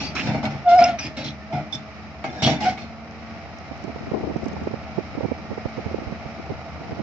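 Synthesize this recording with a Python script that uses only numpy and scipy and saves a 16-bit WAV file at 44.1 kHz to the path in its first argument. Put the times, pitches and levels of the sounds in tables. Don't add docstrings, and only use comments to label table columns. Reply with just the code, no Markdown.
import sys
import numpy as np
from scipy import signal
from scipy.fft import rfft, irfft, next_fast_len
from scipy.io import wavfile
from scipy.ndimage import uniform_filter1d

SR = 44100
rng = np.random.default_rng(int(sys.argv[2]) if len(sys.argv) > 2 else 0)


def unload_audio(sound):
    columns = np.transpose(np.atleast_2d(sound))
    steps = np.round(np.clip(columns, -1, 1) * 32767)
    wavfile.write(sys.argv[1], SR, steps.astype(np.int16))


N = 309582
T = np.arange(N) / SR
BREEZE_FROM_S = 3.6

# frequency_hz, correlation
PORT_LIKENESS = [(60, 0.19), (240, 0.89), (950, 0.87), (1900, 0.14), (3800, 0.026)]
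# centre_s, half_length_s, level_db, right_minus_left_db
WIND_GUSTS = [(4.193, 0.26, -35, -4), (4.543, 0.19, -37.5, -3.5), (5.3, .15, -43.5, 7), (6, 0.13, -36.5, 6),
              (6.892, 0.092, -37.5, 0)]
# centre_s, length_s, level_db, swing_hz, port (0 left, 1 right)
WIND_PUFFS = [(3.848, 0.013, -23.5, 210, 1), (3.883, 0.015, -24.5, 230, 1), (3.962, 0.0047, -22.5, 397, 1),
              (4.119, 0.0046, -13.5, 240, 1), (4.145, 0.013, -13.5, 496, 0), (4.173, 0.029, -22.5, 437, 0),
              (4.241, 0.017, -19.5, 383, 0), (4.278, 0.011, -19.5, 357.7, 0), (4.304, 0.023, -22, 263, 1),
              (4.364, 0.0087, -14, 237, 1), (4.435, 0.011, -21, 160, 0), (4.464, 0.011, -17, 230, 1),
              (4.537, 0.011, -25, 278, 0), (4.567, 0.0051, -24, 520, 1), (4.619, 0.007, -21, 190, 1),
              (4.674, 0.0044, -13.5, 458, 1), (4.74, 0.0088, -17.5, 203, 1), (4.986, 0.011, -12.5, 255, 1),
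              (5.152, 0.0049, -22.5, 237, 0), (5.181, 0.011, -18, 249, 1), (5.209, 0.0048, -16, 540, 1),
              (5.235, 0.008, -18, 251, 1), (5.252, 0.013, -14, 294, 1), (5.32, 0.0072, -12.5, 418.3, 1),
              (5.515, 0.02, -21.5, 227, 1), (5.58, 0.0054, -18.5, 450, 1), (5.66, 0.006, -13, 287, 1),
              (5.786, 0.018, -21, 302, 1), (5.865, 0.0089, -16.5, 198.3, 1), (5.946, 0.0036, -11.5, 332, 1),
              (5.987, 0.0041, -18.5, 439, 0), (6.076, 0.0099, -20, 190.1, 1), (6.126, 0.0063, -19, 168, 1),
              (6.506, 0.013, -20, 278, 1), (6.925, 0.01, -21.5, 239.2, 1), (7.001, 0.02, -20.5, 216, 1)]
# start_s, level_db
STALK_SNAPS = [(3.11, -50), (3.586, -47), (3.777, -51), (3.824, -55), (3.84, -46), (4.368, -49),
               (4.389, -53), (4.442, -47), (4.458, -45), (4.483, -44), (4.532, -46), (4.636, -53)]

# time_s, firing_hz
ENGINE_SPEED = [(0, 74.27), (1.4, 74.72), (2.5, 75.62), (2.8, 79.8), (3.7, 78.88), (4.2, 79.38),
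                (4.55, 76.87), (5.15, 76.06), (5.6, 77.64), (7.02, 79.7)]
# time_s, body_db, clatter_db
ENGINE_LEVELS = [(0, -37, -42), (1.3, -42.5, -46.5), (3.1, -40, -46.5), (4.1, -38, -43.5),
                 (7.02, -36.5, -43.5)]
# multiple of the firing rate, level_db, wander_db
ENGINE_PUMP_TONES = [(1, -50, 5), (2, -58, 2.5), (4, -61, 3), (6, -69.5, 7), (15, -77, 2), (24, -68, 11),
                     (30, -71.5, 2)]
# multiple of the blade rate, level_db, wander_db
FAN_TONES = [(1, -46.5, 0.5), (2, -63, 5), (3, -51.5, 1.5), (5, -65.5, 3.5)]
# frequency_hz, gain_db
BODY_COLOUR = [(25, -29), (55, -8), (75, 9), (110, -3), (170, 0.5), (230, -3.5), (300, -8.5), (430, -13.5),
               (570, -8), (670, -3.5), (790, -4), (1000, -17), (1430, -30), (2400, -100)]
# frequency_hz, gain_db
CLATTER_COLOUR = [(590, -27), (1000, -16.5), (1150, -0.5), (1290, 0), (1590, -5.5), (1870, -2), (2330, 0),
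                  (2490, -4), (3590, -16), (3850, -11.5), (4510, -15), (5180, -10.5), (5950, -18.5),
                  (7330, -32), (8000, -51.5), (10400, -74), (17600, -120)]

# start_s, level_db
DECK_DROPS = [(0.241, -28), (0.284, -24.5), (0.346, -28.5), (0.432, -28), (0.456, -28.5), (0.543, -35.5),
              (0.79, -32.5), (1.043, -35), (1.181, -35), (1.252, -33), (1.531, -24.5), (1.744, -35),
              (2.423, -23.5), (2.453, -21), (2.474, -23)]
# pitch_hz, level_db, t60_s
DECK_MODES = [(87, -5, 0.22), (113.8, 1, 0.21), (143, 3, 0.29), (185.4, -4.5, 0.18), (215, 5, 0.12),
              (254.3, 0, 0.17), (306.3, 0, 0.12)]
# start_s, length_s, pitch_hz, level_db, roughness (0-1), right_minus_left_db
PIN_SQUEAKS = [(0.033, 0.057, 4652, -37, 0.3, -8), (0.152, 0.049, 1304, -34, 0.7, 2),
               (0.161, 0.062, 1587, -36.5, 1.05, 0), (0.163, 0.04, 2436, -30.5, 0.73, 9),
               (0.164, 0.06, 2760, -33.5, 0.95, 3), (0.679, 0.04, 3500, -40.5, 0.24, 8),
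               (0.779, 0.031, 5060, -35.5, 0.47, 6), (0.792, 0.074, 2333, -32, 0.78, 4),
               (.839, 0.0035, 5240, -17.5, 0.03, 6), (.84, 0.005, 5890, -26.5, 0.1, 1),
               (0.834, 0.018, 2750, -34.5, 0.5, -2.5), (0.989, 0.008, 5870, -32, 0, 3),
               (0.986, 0.093, 2455, -36.5, 0.91, 3.5), (0.99, 0.084, 5090, -38, 0.75, 2),
               (1.166, 0.06, 2650, -41.5, 0.9, 2), (1.165, 0.15, 3940, -42.5, 0.93, 0),
               (1.241, 0.046, 4080, -41, 0.85, -1), (1.243, 0.05, 3400, -40, 1, 3),
               (1.412, 0.038, 1790, -48, 0.3, 0), (1.726, 0.011, 3520, -24.5, 0, 5.5),
               (1.723, 0.032, 5380, -36.5, 0.7, 4), (1.752, 0.0065, 3530, -26, 0.07, 1),
               (2.293, 0.0089, 3500, -46, 0.2, -1), (2.397, 0.018, 3660, -41.5, 0, 3),
               (2.428, 0.054, 3314, -24, 0.8, 1), (2.426, 0.06, 4380, -34.5, 0.8, -1),
               (2.56, 0.019, 3570, -42.5, 0.3, -3), (2.62, 0.029, 2850, -35, 0.63, 2),
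               (2.66, 0.043, 2222, -36.5, 0.47, 2), (5.221, 0.14, 2290, -52.5, 0, 7)]
# time_s, pitch_hz, level_db, roughness (0-1), overtone_lift_db
TRACK_GROANS = [
    [(.643, 725, -42, 0.04, -11), (.665, 715, -18, .1, -5), (.682, 706, -10, 0.2, -7.5),
     (.705, 692, -14.5, 0.23, 1.5), (.737, 707, -8, 0.22, -3), (.772, 738.4, -14, 0.13, -4),
     (.796, 702, -7.5, 0, -7), (.807, 693, -15.5, .8, -10.5), (.823, 706, -7.5, 0.44, 1),
     (.846, 695, -15, 0.8, -1), (.869, 716, -15.5, 0.15, 2), (.885, 702, -24.5, .8, 7),
     (.9, 709.6, -16.5, 0, 3.5), (.921, 668, -35.5, 1, 9), (.94, 687, -24, 0.55, -3),
     (.985, 658, -50, 0.6, -1)],
    [(1.485, 645, -48, .4, -5), (1.515, 661, -33.5, 0.65, -10), (1.545, 720, -28.5, 0.65, 3),
     (1.592, 728, -27, 0.67, -8), (1.625, 740, -42.5, .8, -8)],
    [(2.6, 866, -47, .8, 0), (2.635, 825, -27, 0.92, -2), (2.655, 728, -24, .7, 8),
     (2.671, 733, -13.5, 0.33, 0), (2.687, 735, -17, 0.7, 0), (2.7, 738, -26.5, 0.4, 5),
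     (2.73, 745, -27.5, 0.9, -4), (2.78, 726, -48, .8, 2)],
]
# multiple of the fundamental, relative_db
GROAN_OVERTONES = [(2, -18.5), (3, -26), (4, -32), (5, -38.5)]
# start_s, level_db, contact_hz
SHOE_STRIKES = [(0.268, -43, 2600), (0.276, -41, 650), (0.296, -41, 500), (0.334, -45, 1310),
                (0.347, -29, 644), (0.429, -34, 900), (0.441, -29, 646), (0.454, -30.5, 1990),
                (0.47, -33, 520), (0.545, -38, 380), (0.79, -28.5, 1470), (0.987, -35.5, 1970),
                (1.169, -45, 3624), (2.241, -28, 1170), (2.422, -29, 800), (2.426, -32.5, 4400),
                (2.436, -28, 3600), (2.448, -28, 704), (2.473, -19.5, 600), (2.606, -37.5, 1000),
                (2.776, -38.5, 1740)]
# pitch_hz, level_db, t60_s
SHOE_MODES = [(640, 8, 0.13), (784.4, 3, 0.24), (924, 2, 0.059), (1203, -3.5, 0.17), (1386, -9, 0.35),
              (2230, 9, 0.077), (2780, -15, 0.11), (3230, -15, 0.14), (3280, -22.5, 0.079),
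              (3650, -10.5, 0.13), (3780, 3, 0.049), (4280, 0, 0.13), (5460, -2, 0.15)]
# start_s, length_s, level_db, hardness_db
TRACK_CLANKS = [(0, 0.084, -35.5, 8.5), (0.149, 0.069, -34, 7), (0.225, 0.1, -36.5, 3.5),
                (0.27, 0.015, -33.5, -0.5), (0.331, 0.046, -36, -0.5), (0.428, 0.044, -34, 0.5),
                (0.502, 0.077, -43.5, 0), (0.687, 0.081, -40, 9), (0.787, 0.097, -35, 3),
                (0.987, 0.022, -42.5, 6.5), (1.038, 0.034, -39.5, 4), (1.169, 0.065, -37, 3),
                (1.242, 0.033, -39, 7.5), (1.523, 0.098, -39.5, -2.5), (1.724, 0.034, -42, 8),
                (2.243, 0.018, -36.5, 2.5), (2.295, 0.27, -43, 1), (2.419, 0.11, -27, 8),
                (2.475, 0.029, -34.5, -7), (2.602, 0.1, -32.5, 4.5), (2.778, 0.054, -43.5, 5)]
# low_hz, high_hz, t60_s, level_db, share of the hardness gained
STEEL_REGISTERS = [(73.5, 423, 0.42, 2.5, -0.31), (480, 980, 0.29, 3, -1.1), (1310, 2380, 0.36, -4, -0.26),
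                   (2800, 26000, 0.21, -11, 1)]
# frequency_hz, gain_db
STEEL_COLOUR = [(29, -41.5), (50, -25), (130, -1), (300, 3), (375, -11), (490, -13), (626, -2.5),
                (842, -4.5), (1040, -23.5), (1230, -24.5), (1890, -23.5), (2330, -15.5), (5460, -18.5),
                (7350, -32.5), (8000, -59.5), (10400, -76.5), (17600, -120)]
# centre_hz, width_hz, relative_db
STEEL_PEAKS = [(624, 110, 0), (1350, 280, 3), (2110, 84, 5), (3335, 30, -8.5), (3680, 37, -1.5),
               (4280, 42, 7.5), (5170, 92, 7), (5570, 74, 10)]


def undb(db):
    return 10 ** (np.asarray(db) / 20)


def rms(x):
    return np.sqrt(np.mean(np.abs(x) ** 2) + 1e-20)


def unit(x):
    return x / rms(x)


def pan(right_db):
    return undb(np.array([[-right_db], [right_db]]) / 2)


def curves(table):
    times, *columns = np.transpose(table)
    return [np.interp(T, times, column) for column in columns]


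def along(points, hz):
    points_hz, values = np.transpose(points)
    return np.interp(np.log(hz), np.log(points_hz), values)


def shape(x, gain):
    n = x.shape[-1]
    size = next_fast_len(n + 2048)
    hz = np.maximum(np.arange(size // 2 + 1) * SR / size, 1)
    return irfft(rfft(x, size) * gain(hz), size)[..., :n]


def band(x, low_hz, high_hz, order=3):
    sos = signal.butter(order, [low_hz, min(high_hz, SR * .45)], "band", fs=SR, output="sos")
    return signal.sosfilt(sos, x)


def walk(rate_hz, size=N):
    hold = max(int(SR / rate_hz), 2)
    steps = rng.standard_normal(4096)[np.arange(size) // hold % 4096]
    return unit(uniform_filter1d(uniform_filter1d(steps, hold), hold))


def fade(size, t60):
    return np.exp(-np.log(1000) * np.arange(size) / SR / t60)


def port_noise(size):
    mid, side = rng.standard_normal((2, size))
    mid = shape(mid, lambda hz: np.sqrt(1 + along(PORT_LIKENESS, hz)))
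    side = shape(side, lambda hz: np.sqrt(1 - along(PORT_LIKENESS, hz)))
    return mid + np.array([side, -side])


def breeze(level_db=-59, right_db=5.5, rise_s=0.26, patchy_db=5):
    risen = np.clip((T - BREEZE_FROM_S) / rise_s, 0, 1)
    out = np.zeros((2, N))
    for port, side in enumerate((-.5, .5)):
        strength = risen * undb(level_db + side * right_db)
        for centre_s, half_s, gust_db, gust_right_db in WIND_GUSTS:
            strength += np.exp(-((T - centre_s) / half_s) ** 2) * undb(gust_db + side * gust_right_db)
        flutter = rng.standard_normal(N) * undb(patchy_db * walk(70))
        out[port] = strength * unit(band(flutter, low_hz=70, high_hz=420, order=2))
    return out


def small_eddies(per_s=5.5, length_s=0.0077, level_db=-25, scatter_db=6, swing_hz=238, right_share=.7):
    return [(BREEZE_FROM_S + (k + when) / per_s, length_s, level_db + scatter_db * (force - .5),
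             swing_hz, int(side < right_share))
            for k, (when, force, side) in enumerate(rng.random((64, 3)))]


def wind_puffs(trim_db=-1.46, floor_hz=85, ceiling_hz=950):
    size = 4096
    out = np.zeros((2, N + size))
    t = (np.arange(size) - size // 2) / SR
    dull = lambda hz: 1 / np.sqrt((1 + (hz / ceiling_hz) ** 14) * (1 + (floor_hz / hz) ** 4))
    for centre_s, length_s, db, swing_hz, port in WIND_PUFFS + small_eddies():
        if centre_s > T[-1]:
            continue
        pressure = unit(band(rng.standard_normal(size), 0.3 * swing_hz, 1.37 * swing_hz, order=2))
        eddy = np.tanh(2 * pressure) * np.exp(-2 * (t / length_s) ** 2)
        knock = unit(shape(eddy, dull)) * np.sqrt(length_s * SR / size)
        start = int(centre_s * SR) - size // 2
        out[port, start:start + size] += undb(db + trim_db) * knock
    return out[:, :N]


def stubble():
    size = SR // 20
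    out = np.zeros((2, N))
    for start_s, db in STALK_SNAPS:
        tick = band(port_noise(size) * fade(size, t60=0.0087), low_hz=4800, high_hz=6200, order=2)
        start = int(start_s * SR)
        out[:, start:start + size] += undb(db) * tick / rms(tick[:, :SR // 400])
    return out


def pump_and_fan(firings, blades_per_firing=2.842):
    out = np.zeros(N)
    for tones, turns in (ENGINE_PUMP_TONES, firings), (FAN_TONES, firings * blades_per_firing):
        for multiple, db, wander_db in tones:
            flutter = 1 + .35 * (walk(30) + 1j * walk(30))
            tone = np.sqrt(2) * np.imag(flutter * np.exp(2j * np.pi * multiple * turns))
            out += undb(db + wander_db * np.tanh(walk(4.29))) * tone
    return out


def engine(throb=0.078, knock=0.056, repeat_share=0.36, speed_wander=0.001444):
    firing_hz = curves(ENGINE_SPEED)[0] * (1 + speed_wander * walk(9))
    firings = np.cumsum(firing_hz) / SR
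    beat = np.cos(2 * np.pi * firings)
    cylinder_gain = undb(.5 * rng.standard_normal(6))[firings.astype(int) % 6]
    size = 3456
    position = firings / 6 % 1 * size
    cycle = np.array([np.interp(position, np.arange(size), noise) for noise in port_noise(size)])
    drive = (np.sqrt(1 - repeat_share) * port_noise(N) + np.sqrt(repeat_share) * cycle) * cylinder_gain
    body = unit(shape(drive * (1 + throb * beat), lambda hz: undb(along(BODY_COLOUR, hz))))
    clatter = unit(shape(drive * (1 + knock * beat), lambda hz: undb(along(CLATTER_COLOUR, hz))))
    body_db, clatter_db = curves(ENGINE_LEVELS)
    body *= undb(body_db)
    clatter *= undb(clatter_db + .5 * walk(5.8)) * pan(right_db=1.5)
    return body + clatter + pump_and_fan(firings)


def steel_gain(hz):
    peaks = sum(undb(db) ** 2 / (1 + (2 * (hz - centre_hz) / width_hz) ** 2)
                for centre_hz, width_hz, db in STEEL_PEAKS)
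    return undb(along(STEEL_COLOUR, hz)) * np.sqrt(1 + peaks)


def struck_spot(hz, ripple_db=4, spacing_hz=110):
    ripple = np.interp(hz / spacing_hz, np.arange(200), ripple_db * rng.standard_normal(200))
    return steel_gain(hz) * undb(ripple * np.minimum(hz / 1500, 1))


def frame_ring(x, t60, wet_db):
    size = SR // 2
    tail = unit(port_noise(size) * fade(size, t60)) / np.sqrt(size)
    return x + undb(wet_db) * signal.fftconvolve(x[None], tail, axes=1)[:, :len(x)]


def deck_booms(push_s=0.007, detune=0.094):
    size = SR // 2
    out = np.zeros(N)
    t = np.arange(size) / SR
    for start_s, db in DECK_DROPS:
        boom = np.zeros(size)
        for hz, mode_db, t60 in DECK_MODES:
            grip, turn, shift = rng.random(3)
            loaded_hz = hz * (1 + detune * (shift - .5))
            strength = undb(mode_db) * (1 + (grip - .5) / 2)
            boom += strength * fade(size, t60) * np.sin(2 * np.pi * (loaded_hz * t + turn))
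        start = int(start_s * SR)
        out[start:start + size] += undb(db) * boom * (1 - np.exp(-t / push_s))
    return frame_ring(out, t60=0.33, wet_db=-8) * pan(right_db=-1.4)


def slips(size, per_s, t60, scatter_db=5.5):
    kicks = (rng.random(size) < per_s / SR) * undb(scatter_db * rng.standard_normal(size))
    kicks = uniform_filter1d(kicks * np.exp(2j * np.pi * rng.random(size)), size=12)
    decay = np.exp(-np.log(1000) / t60 / SR)
    return unit(signal.lfilter([1], [1, -decay], kicks))


def chatter(depth, rate_hz, size, limiting=0.53, catch_db=-9):
    drift = (walk(rate_hz, size) + 1j * walk(rate_hz, size)) / np.sqrt(2)
    catches = undb(catch_db) * slips(size, per_s=350, t60=0.017)
    wobble = (1 + depth * (drift + catches)) / np.sqrt(1 + depth ** 2)
    return wobble / (np.abs(wobble) + 1e-9) ** limiting


def pin_squeaks(t60=0.017, rise_s=0.0011, waver=0.012):
    size = SR // 4
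    out = np.zeros((2, N))
    t = np.arange(size) / SR
    attack = 1 - np.exp(-t / rise_s)
    for start_s, length_s, hz, db, rough, right_db in PIN_SQUEAKS:
        rough = np.clip(rough, 0, 1)
        turns = hz * np.cumsum(1 + waver * rough * walk(250, size)) / SR
        scratch = np.sqrt(1 - rough ** 2) + rough * slips(size, per_s=1100, t60=.006)
        tone = np.sqrt(2) * np.real(scratch * np.exp(2j * np.pi * turns))
        release = np.exp(-np.log(1000) * np.maximum(t - length_s, 0) / t60)
        squeak = frame_ring(tone * attack * release, t60=0.13, wet_db=-8)
        start = int(start_s * SR)
        out[:, start:start + size] += undb(db) * squeak * pan(right_db)
    return out


def track_groans(jitter=.02, rasp_db=-19, chatter_hz=110):
    def harmonic(multiple, phase, rough):
        wobble = chatter(rough * multiple, chatter_hz * np.sqrt(multiple), len(phase))
        return np.sqrt(2) * np.real(wobble * np.exp(1j * multiple * phase))

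    out = np.zeros(N)
    for groan in TRACK_GROANS:
        sliding = (T > groan[0][0]) & (T < groan[-1][0])
        hz, db, rough, lift_db = (curve[sliding] for curve in curves(groan))
        size = len(hz)
        phase = 2 * np.pi * np.cumsum(hz * (1 + jitter * rough * walk(90, size))) / SR
        grit = unit(band(shape(rng.standard_normal(size), steel_gain), low_hz=1300, high_hz=4200))
        rasp = undb(rasp_db) * rough * grit * (1 + np.cos(phase))
        overtones = sum(undb(tone_db) * harmonic(multiple, phase, rough)
                        for multiple, tone_db in GROAN_OVERTONES)
        out[sliding] += undb(db) * (harmonic(1, phase, rough) + undb(lift_db) * (overtones + rasp))
    return frame_ring(out, t60=0.31, wet_db=-20)


def shoe_strikes(spread_octaves=0.77):
    size = SR // 2
    out = np.zeros((2, N))
    t = np.arange(size) / SR
    for start_s, db, contact_hz in SHOE_STRIKES:
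        contact = lambda hz: np.exp(-.5 * (np.log2(hz / contact_hz) / spread_octaves) ** 2)
        plate = np.zeros((2, size))
        for hz, mode_db, t60 in SHOE_MODES:
            turn = rng.random((2, 1))
            phase = 2 * np.pi * (hz * t + turn[0] + turn * (hz > 1000))
            plate += undb(mode_db) * contact(hz) * fade(size, t60) * np.sin(phase)
        crack = unit(shape(port_noise(size), contact)) * fade(size, t60=.06)
        start = int(start_s * SR)
        out[:, start:start + size] += undb(db) * (plate / rms(plate[:, :SR // 50]) + crack)
    return out


def track_clanks(hits_per_s=450, scatter_db=5, first_blow=3, rise_share=0.029):
    size = SR // 2
    out = np.zeros((2, N + size))
    t = np.arange(size) / SR
    for start_s, length_s, db, hardness_db in TRACK_CLANKS:
        hits = (rng.random(size) < hits_per_s / SR) * undb(scatter_db * rng.standard_normal(size))
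        rattle = hits * (t < length_s) * np.exp(-t / length_s)
        rattle[0] = first_blow
        modes = shape(port_noise(size), struck_spot)
        swell = 1 - np.exp(-t / (rise_share * length_s))
        start = int(start_s * SR)
        for low_hz, high_hz, t60, register_db, share in STEEL_REGISTERS:
            ringing = signal.fftconvolve(rattle[None], modes * fade(size, t60), axes=1)[:, :size]
            clank = band(swell * ringing, low_hz, high_hz)
            clank /= rms(clank[:, :int(length_s * SR)].mean(axis=0))
            clank *= pan(right_db=2 if low_hz > 1000 else -1.2)
            out[:, start:start + size] += undb(db + register_db + share * hardness_db) * clank
    return out[:, :N]


def from_right(x, lag_s):
    left = shape(x[0], lambda hz: np.exp(-2j * np.pi * hz * lag_s))
    return np.array([left, x[1]])


def scene():
    machine = engine() + track_clanks() + shoe_strikes() + deck_booms() + track_groans() + pin_squeaks()
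    return from_right(machine, lag_s=.00005) + stubble() + breeze() + wind_puffs()


def record(dry):
    bass_hz, top_hz = 40, 7900
    thinned = signal.sosfilt(signal.butter(2, bass_hz, "high", fs=SR, output="sos"), dry)
    return signal.sosfilt(signal.ellip(10, .2, 80, top_hz, fs=SR, output="sos"), thinned)


dry = scene()
out = record(dry)
unload_audio(out)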